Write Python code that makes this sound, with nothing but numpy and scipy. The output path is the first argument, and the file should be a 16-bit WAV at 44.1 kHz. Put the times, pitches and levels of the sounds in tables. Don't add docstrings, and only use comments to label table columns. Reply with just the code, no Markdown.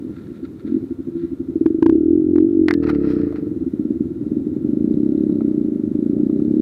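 import sys
import numpy as np
from scipy import signal
from scipy.fft import rfft, irfft, next_fast_len
from scipy.io import wavfile
from scipy.ndimage import map_coordinates

SR = 44100
rng = np.random.default_rng(int(sys.argv[2]) if len(sys.argv) > 2 else 0)


def wav_record(signal):
    frames = np.transpose(np.atleast_2d(signal))
    bounded = np.clip(frames, -1, 1)
    quanta = np.round(bounded * 32767).astype(np.int16)
    wavfile.write(sys.argv[1], SR, quanta)


N = 291865

# time in seconds, firings per second, peak level in dB.
PULL_FIRING = [(4.65, 22.1, -6.9), (4.8, 27.43, -6.2), (4.95, 32.56, -6.3), (5.2, 34.94, -7),
               (5.5, 31.06, -6.7), (5.82, 25.0, -9), (6.1, 28.52, -6), (6.3, 31.34, -6), (6.42, 33.5, -6.2),
               (6.62, 34.58, -5.8)]


def amp(db):
    return 10 ** (np.asarray(db) / 20)


def unit(x):
    return x / np.sqrt(np.mean(x ** 2) + 1e-20)


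def clock():
    return np.arange(N) / SR


def filtered(x, response):
    size = next_fast_len(len(x) + SR // 2)
    return irfft(rfft(x, size) * response(np.fft.rfftfreq(size, 1 / SR)), size)[:len(x)]


def colour(points):
    f, db = np.transpose(points)
    return lambda hz: amp(np.interp(np.log(hz + 1), np.log(f + 1), db))


def resonance(hz, centre_hz, width_hz):
    return 1j * hz * width_hz / (centre_hz ** 2 - hz ** 2 + 1j * hz * width_hz)


def noise(response):
    return unit(filtered(rng.standard_normal(N), response))


def wobble(rate):
    return map_coordinates(rng.standard_normal(int(N * rate / SR) + 4), [np.arange(N) * rate / SR])


def impulses(rows):
    s, db = np.transpose(rows)
    return np.bincount(np.clip(np.round(s * SR).astype(int), 0, N), amp(db), N + 1)[:N]


def fading(kicks, life):
    return signal.lfilter([1], [1, -np.exp(-1 / (life * SR))], kicks)


def rung(kicks, tone, causal, size=8192):
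    log_gain = np.log(np.maximum(colour(tone)(np.fft.rfftfreq(size, 1 / SR)), 1e-6))
    minimum_phase = rfft(2 * irfft(log_gain)[:size // 2], size).imag
    pulse = np.fft.fftshift(irfft(np.exp(log_gain + 1j * causal * minimum_phase)))
    envelope = np.abs(signal.hilbert(pulse))
    return signal.fftconvolve(kicks, pulse / envelope.max())[envelope.argmax():][:N]


def running(rows, scatter_db):
    s, rate, db = np.transpose(rows)
    t = np.arange(s[0], s[-1], 1 / SR)
    cycles = np.cumsum(np.interp(t, s, rate)) / SR
    times = np.interp(np.arange(np.ceil(cycles[-1])), cycles, t)
    scatter = scatter_db * (2 * rng.random(len(times)) - 1)
    return np.column_stack([times, np.interp(times, s, db) + scatter])


def exhaust(kicks, tone, echoes, causal, rough, life):
    gas = rough * fading(kicks, life) * rng.standard_normal(N) / np.sqrt(life * SR / 2)
    comb = lambda hz: 1 + sum(gain * np.exp(-2j * np.pi * hz * delay) for delay, gain in echoes)
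    return rung(filtered(kicks, comb) + gas, tone, causal)


def creek():
    # time in seconds, relative level in dB.
    ducked_levels = [(0, -63.5), (1.55, -65.5), (2.05, -69), (2.8, -68), (3.3, -65), (6.62, -64.5)]
    # frequency in Hz, gain in dB.
    spectrum = [(410, -29.5), (700, 2.5), (747, -9), (840, -10), (931, -1.5), (1090, -2.5), (1410, -5),
                (1570, -6.5), (2000, -7), (2400, -11.5), (3240, -14.5), (3790, -11), (4660, -18),
                (14200, -22), (15600, -28.5)]
    level_db = np.interp(clock(), *np.transpose(ducked_levels)) + 2.5
    return noise(colour(spectrum)) * amp(level_db + .5 * wobble(35))


def helmet():
    return amp(-68.5) * noise(lambda hz: resonance(hz, centre_hz=1360, width_hz=180) ** 2)


def distant_bikes():
    # time in seconds, level in dB.
    levels = [(0, -33), (.55, -37.5), (1.1, -35.5), (1.45, -34), (3.6, -32), (6.62, -29.5)]
    # frequency in Hz, gain in dB.
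    spectrum = [(18, -46.5), (30, -27), (91, 0), (318, 4.5), (406, -2.5), (448, -11.5), (524, -14),
                (658, -29.5), (781, -29.5), (900, -35), (1170, -65.5), (1980, -120)]
    return amp(np.interp(clock(), *np.transpose(levels)) + 2 * wobble(25)) * noise(colour(spectrum))


def hum(at, length, hum_hz, hum_db):
    swell = np.exp(-((clock() - at) / length) ** 2)
    phase = 2 * np.pi * np.cumsum(hum_hz + 2 * wobble(20)) / SR
    return amp(hum_db) * swell * (np.sin(phase) + 0.26 * np.sin(phase / 2))


def nearby_bike():
    # time in seconds, firings per second, peak level in dB.
    bursts = [
        [(.025, 37.6, -19), (.1, 46, -27)],
        [(.652, 34.7, -14), (.7, 45, -11), (.79, 45, -10.5)],
    ]
    # frequency in Hz, gain in dB.
    tone = [(29, -77), (50, -26), (129, -20.5), (167, -30.5), (216, -2), (324, -2), (418, -20), (491, -38),
            (729, -48.5), (800, -71), (1040, -98), (1760, -120)]
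    kicks = sum(impulses(running(burst, scatter_db=3.5)) for burst in bursts)
    return exhaust(kicks, tone, echoes=[(.0063, .3)], causal=.4, rough=.45, life=.015)


def strokes(rows):
    rise, edge_db = .4, -12
    power = np.zeros(N)
    for s, db, length in rows:
        offset = (clock() - s) / length
        power += amp(db + edge_db * np.maximum(-offset / rise, offset / (1 - rise))) ** 2
    return np.sqrt(power)


def riding_gear():
    # time of the peak in seconds, level in dB, length in seconds.
    brushes = [(.18, -55, 0.24), (.36, -56.5, 0.1), (.452, -50.5, 0.03), (.597, -52, 0.024),
               (.678, -50, 0.045), (.74, -60.5, 0.33), (1.21, -56.5, 0.18)]
    rubs = [(2.836, -34.5, 0.024), (2.873, -32.5, .025), (2.897, -24, 0.021), (2.95, -39.5, 0.035),
            (3.05, -45, 0.15), (3.103, -43.5, 0.094), (3.21, -49.5, 0.34), (3.36, -44, 0.05)]
    swish = [(3.105, -54, 0.12)]
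    # frequency in Hz, gain in dB.
    sleeve = [(650, -40.5), (1100, -7.5), (1210, -17.5), (1370, 7), (1500, -9.5), (1620, -2.5),
              (2050, -7.5), (3100, -20), (3680, -9.5), (4400, -15), (4950, -25.5), (7000, -33.5),
              (9100, -49), (15400, -90)]
    cloth = [(410, -47.5), (700, -10), (1070, -15), (1330, -2.5), (1550, -12.5), (1830, -9), (2310, -18.5),
             (2560, -17), (2870, -26), (3520, -31.5), (4060, -23), (5310, -34.5), (6770, -45.5),
             (10700, -50), (15000, -52.5)]
    nylon = [(1760, -42.5), (3000, -5), (4190, -5), (5460, -4.5), (5860, -15), (8250, -25.5), (10700, -16),
             (14000, -38)]
    out = np.zeros(N)
    for rows, fabric in [(brushes, sleeve), (rubs, cloth), (swish, nylon)]:
        grains = rng.standard_normal(N) * amp(3.3 * wobble(500) + wobble(46))
        out += strokes(rows) * unit(filtered(grains, colour(fabric)))
    return out


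def knocks():
    # time in seconds, peak level in dB.
    contacts = [(3.326, -32), (5.297, -38), (5.409, -30), (6.299, -38), (6.401, -38.5)]
    # frequency in Hz, gain in dB.
    frame = [(350, -29.5), (620, 10), (900, -5.5), (1350, -1.5), (1650, -27.5), (2000, -14), (2600, -28.5),
             (6000, -49.5)]
    blows = impulses(contacts)
    rattle = fading(blows, life=0.0096) * noise(colour(frame))
    return rung(blows, frame, causal=0.87) + amp(-11.5) * rattle


def clacks():
    # time in seconds, relative level in dB, treble offset from that level in dB.
    contacts = [(2.6846, -7.5, -16.5), (2.7097, -7, -22.5), (2.739, -24.5, -5), (2.9, -34.5, 0.5)]
    # frequency in Hz, gain in dB.
    panel = [(410, -35), (700, -9), (904, -16), (1200, -7.5), (1480, -7.5), (1840, 1), (2090, -8),
             (3000, -30.5), (3900, -62), (6600, -120)]
    treble = [(900, -16), (2500, -6), (3800, 1.5), (5300, -5), (6200, -20), (9000, -37), (12000, -46),
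              (15500, -50.5)]
    s, db, treble_db = np.transpose(contacts)
    blows = impulses(np.column_stack([s, db]))
    tips = impulses(np.column_stack([s, db + treble_db]))
    ring = amp(-0.5) * rung(blows, panel, causal=0.4)
    rattle = amp(-11.5) * fading(blows, life=0.0053) * noise(colour(panel))
    crack = amp(6.5) * rung(tips, treble, causal=1)
    snap = amp(-2.5) * fading(tips, life=.0025) * noise(colour(treble))
    thin_tone = amp(-37.5) * fading(blows, life=.035) * np.sin(2 * np.pi * 1750 * clock())
    return ring + rattle + crack + snap + thin_tone


def valves(firings, tick_db, speed_db, lead_s):
    # frequency in Hz, gain in dB.
    metal = [(2300, -53), (3400, -17), (3850, -2.5), (4300, -13), (5500, -47.5)]
    s, rate, _ = np.transpose(PULL_FIRING)
    speed = np.interp(clock(), s, rate)
    ticks = impulses(firings - [lead_s, 0]) * amp(speed_db * (speed - speed.max()) + 3.2 * wobble(28))
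    rattle = fading(ticks, life=.002) * noise(colour(metal))
    return amp(tick_db) * (rung(ticks, metal, causal=1) + amp(-5.5) * rattle)


def silencer(kicks, flow_db, ring_hz, width_hz, life):
    return amp(flow_db) * fading(kicks, life) * noise(lambda hz: resonance(hz, ring_hz, width_hz) ** 2)


def creeping():
    # time in seconds, firings per second, peak level in dB.
    crawl = [(3.739, 17, -10), (3.8, 17.1, -7), (4.02, 20.88, -8.5), (4.21, 18.25, -13.5),
             (4.32, 19.32, -7.5), (4.62, 21.6, -11)]
    misfires = [3.96, 4.06, 4.108, 4.158, 4.42, 4.515, 4.606]
    trail_s, trail_db, misfire_db = 0.024, -16, -5.5
    cycles = running(crawl, scatter_db=2)
    missed = np.isin(np.arange(len(cycles)), [np.abs(cycles[:, 0] - s).argmin() for s in misfires])
    burns = cycles[~missed]
    chuffs = impulses(burns + [trail_s, trail_db]) + amp(misfire_db) * impulses(cycles[missed])
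    return impulses(burns), chuffs


def engine():
    # time in seconds, firings per second, relative peak level in dB.
    idle_firing = [(.175, 7.4, -23), (.43, 8.1, -16), (.55, 9.05, -28), (.83, 12.34, -13.8),
                   (1.51, 11.94, -13.8)]
    opening_firing = [(1.561, 17.38, -8.8), (1.662, 21.82, -.6), (1.79, 25.53, -14), (1.826, 26.21, -1.5),
                      (1.9, 31.44, -2.8), (1.928, 33.42, -5.2), (1.97, 36.38, -4.2)]
    rev_firing = [(1.985, 37.9, -8.1), (2.05, 39.9, -8.4), (2.13, 42.6, -4.6), (2.19, 45.7, -7.4),
                  (2.235, 44.9, -10), (2.335, 42.9, -7.8), (2.365, 43.3, -3.6), (2.44, 46.5, -6.3),
                  (2.495, 48.9, -10.8), (2.6, 46.3, -6.6)]
    coast_firing = [(2.85, 39.2, -7), (3.1, 32.5, -5.8), (3.238, 28.8, -6), (3.31, 26.5, -12.5),
                    (3.5, 21.8, -11.5), (3.69, 17.7, -11)]
    # frequency in Hz, gain in dB.
    idle_tone = [(21, -62), (35, -38), (75, -16.5), (114, -31), (140, -24.5), (219, -22), (246, -9),
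                 (269, -2.5), (306, -4.5), (343, -7), (390, -21), (427, -35.5), (750, -55.5), (980, -83.5),
                 (1650, -120)]
    rev_tone = [(21, -67.5), (35, -37.5), (54, -31), (81, -18.5), (113, -26.5), (129, -21.5), (157, -35.5),
                (194, -21.5), (257, -7.5), (324, 0.5), (389, -11), (462, -24.5), (554, -45), (650, -40.5),
                (840, -84), (1430, -120)]
    coast_tone = [(21, -56.5), (35, -34.5), (51, -27.5), (65, -15.5), (86, -7), (130, -16), (150, -13.5),
                  (177, -4), (249, -8), (301, 5.5), (352, 0.5), (397, -35), (428, -5.5), (464, -8.5),
                  (499, -25), (620, -28), (810, -71), (1360, -120)]
    pull_tone = [(21, -75.5), (35, -38.5), (58, -22), (113, -23.5), (220, 0), (270, 0.5), (302, 3),
                 (383, -8), (439, -23.5), (520, -26), (680, -72.5), (1140, -120)]
    # delay in seconds, amplitude ratio.
    idle_echoes = [(.0119, .95)]
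    pop_echoes = [(.0031, .15), (0.0122, 0.095), (0.0184, .22)]
    rev_echoes = [(.0031, 0.29), (0.0119, 0.079)]
    coast_echoes = [(.0068, 0.067), (0.014, 0.37)]
    pull_echoes = [(.0098, 0.041), (0.0132, 0.27), (0.0205, 0.085)]
    pops = impulses(running(opening_firing, scatter_db=2))
    free = impulses(running(rev_firing + coast_firing, scatter_db=.7))
    loaded = running(PULL_FIRING, scatter_db=.9)
    thuds, chuffs = creeping()
    shut = np.interp(clock(), [2.6, 2.85], [0, 1])
    settled = np.interp(clock(), [3.45, 3.62], [0, 1])
    soft = impulses(running(idle_firing, scatter_db=0.7)) + chuffs + free * settled
    idle = amp(-1.5) * exhaust(soft, idle_tone, idle_echoes, causal=0.18, rough=0.48, life=0.018)
    blip = exhaust(pops, rev_tone, pop_echoes, causal=.9, rough=.07, life=.04)
    spin = exhaust(free * (1 - shut), rev_tone, rev_echoes, causal=.9, rough=.03, life=.012)
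    coast = exhaust(free * shut * (1 - settled), coast_tone, coast_echoes, causal=.6, rough=.07, life=.02)
    creep = exhaust(thuds, pull_tone, pull_echoes, causal=0.038, rough=0.24, life=0.081)
    pull = exhaust(impulses(loaded), pull_tone, pull_echoes, causal=.05, rough=.19, life=.04)
    flow = silencer(impulses(loaded) + thuds, flow_db=-44.5, ring_hz=582, width_hz=79, life=0.035)
    ticks = valves(loaded, tick_db=-49, speed_db=1.2, lead_s=0.0044)
    return idle + blip + spin + coast + creep + pull + flow + ticks


def scene():
    bike = engine() + clacks() + knocks()
    background = nearby_bike() + creek() + helmet() + distant_bikes()
    background += hum(at=1.204, length=0.086, hum_hz=340, hum_db=-24)
    return (background + riding_gear() + bike)[None]


def record(dry):
    ceiling, top_hz = .71, 15700
    clipped = np.clip(dry[0], -ceiling, ceiling)
    return filtered(clipped, lambda hz: hz < top_hz)[None]


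dry = scene()
out = record(dry)
wav_record(out)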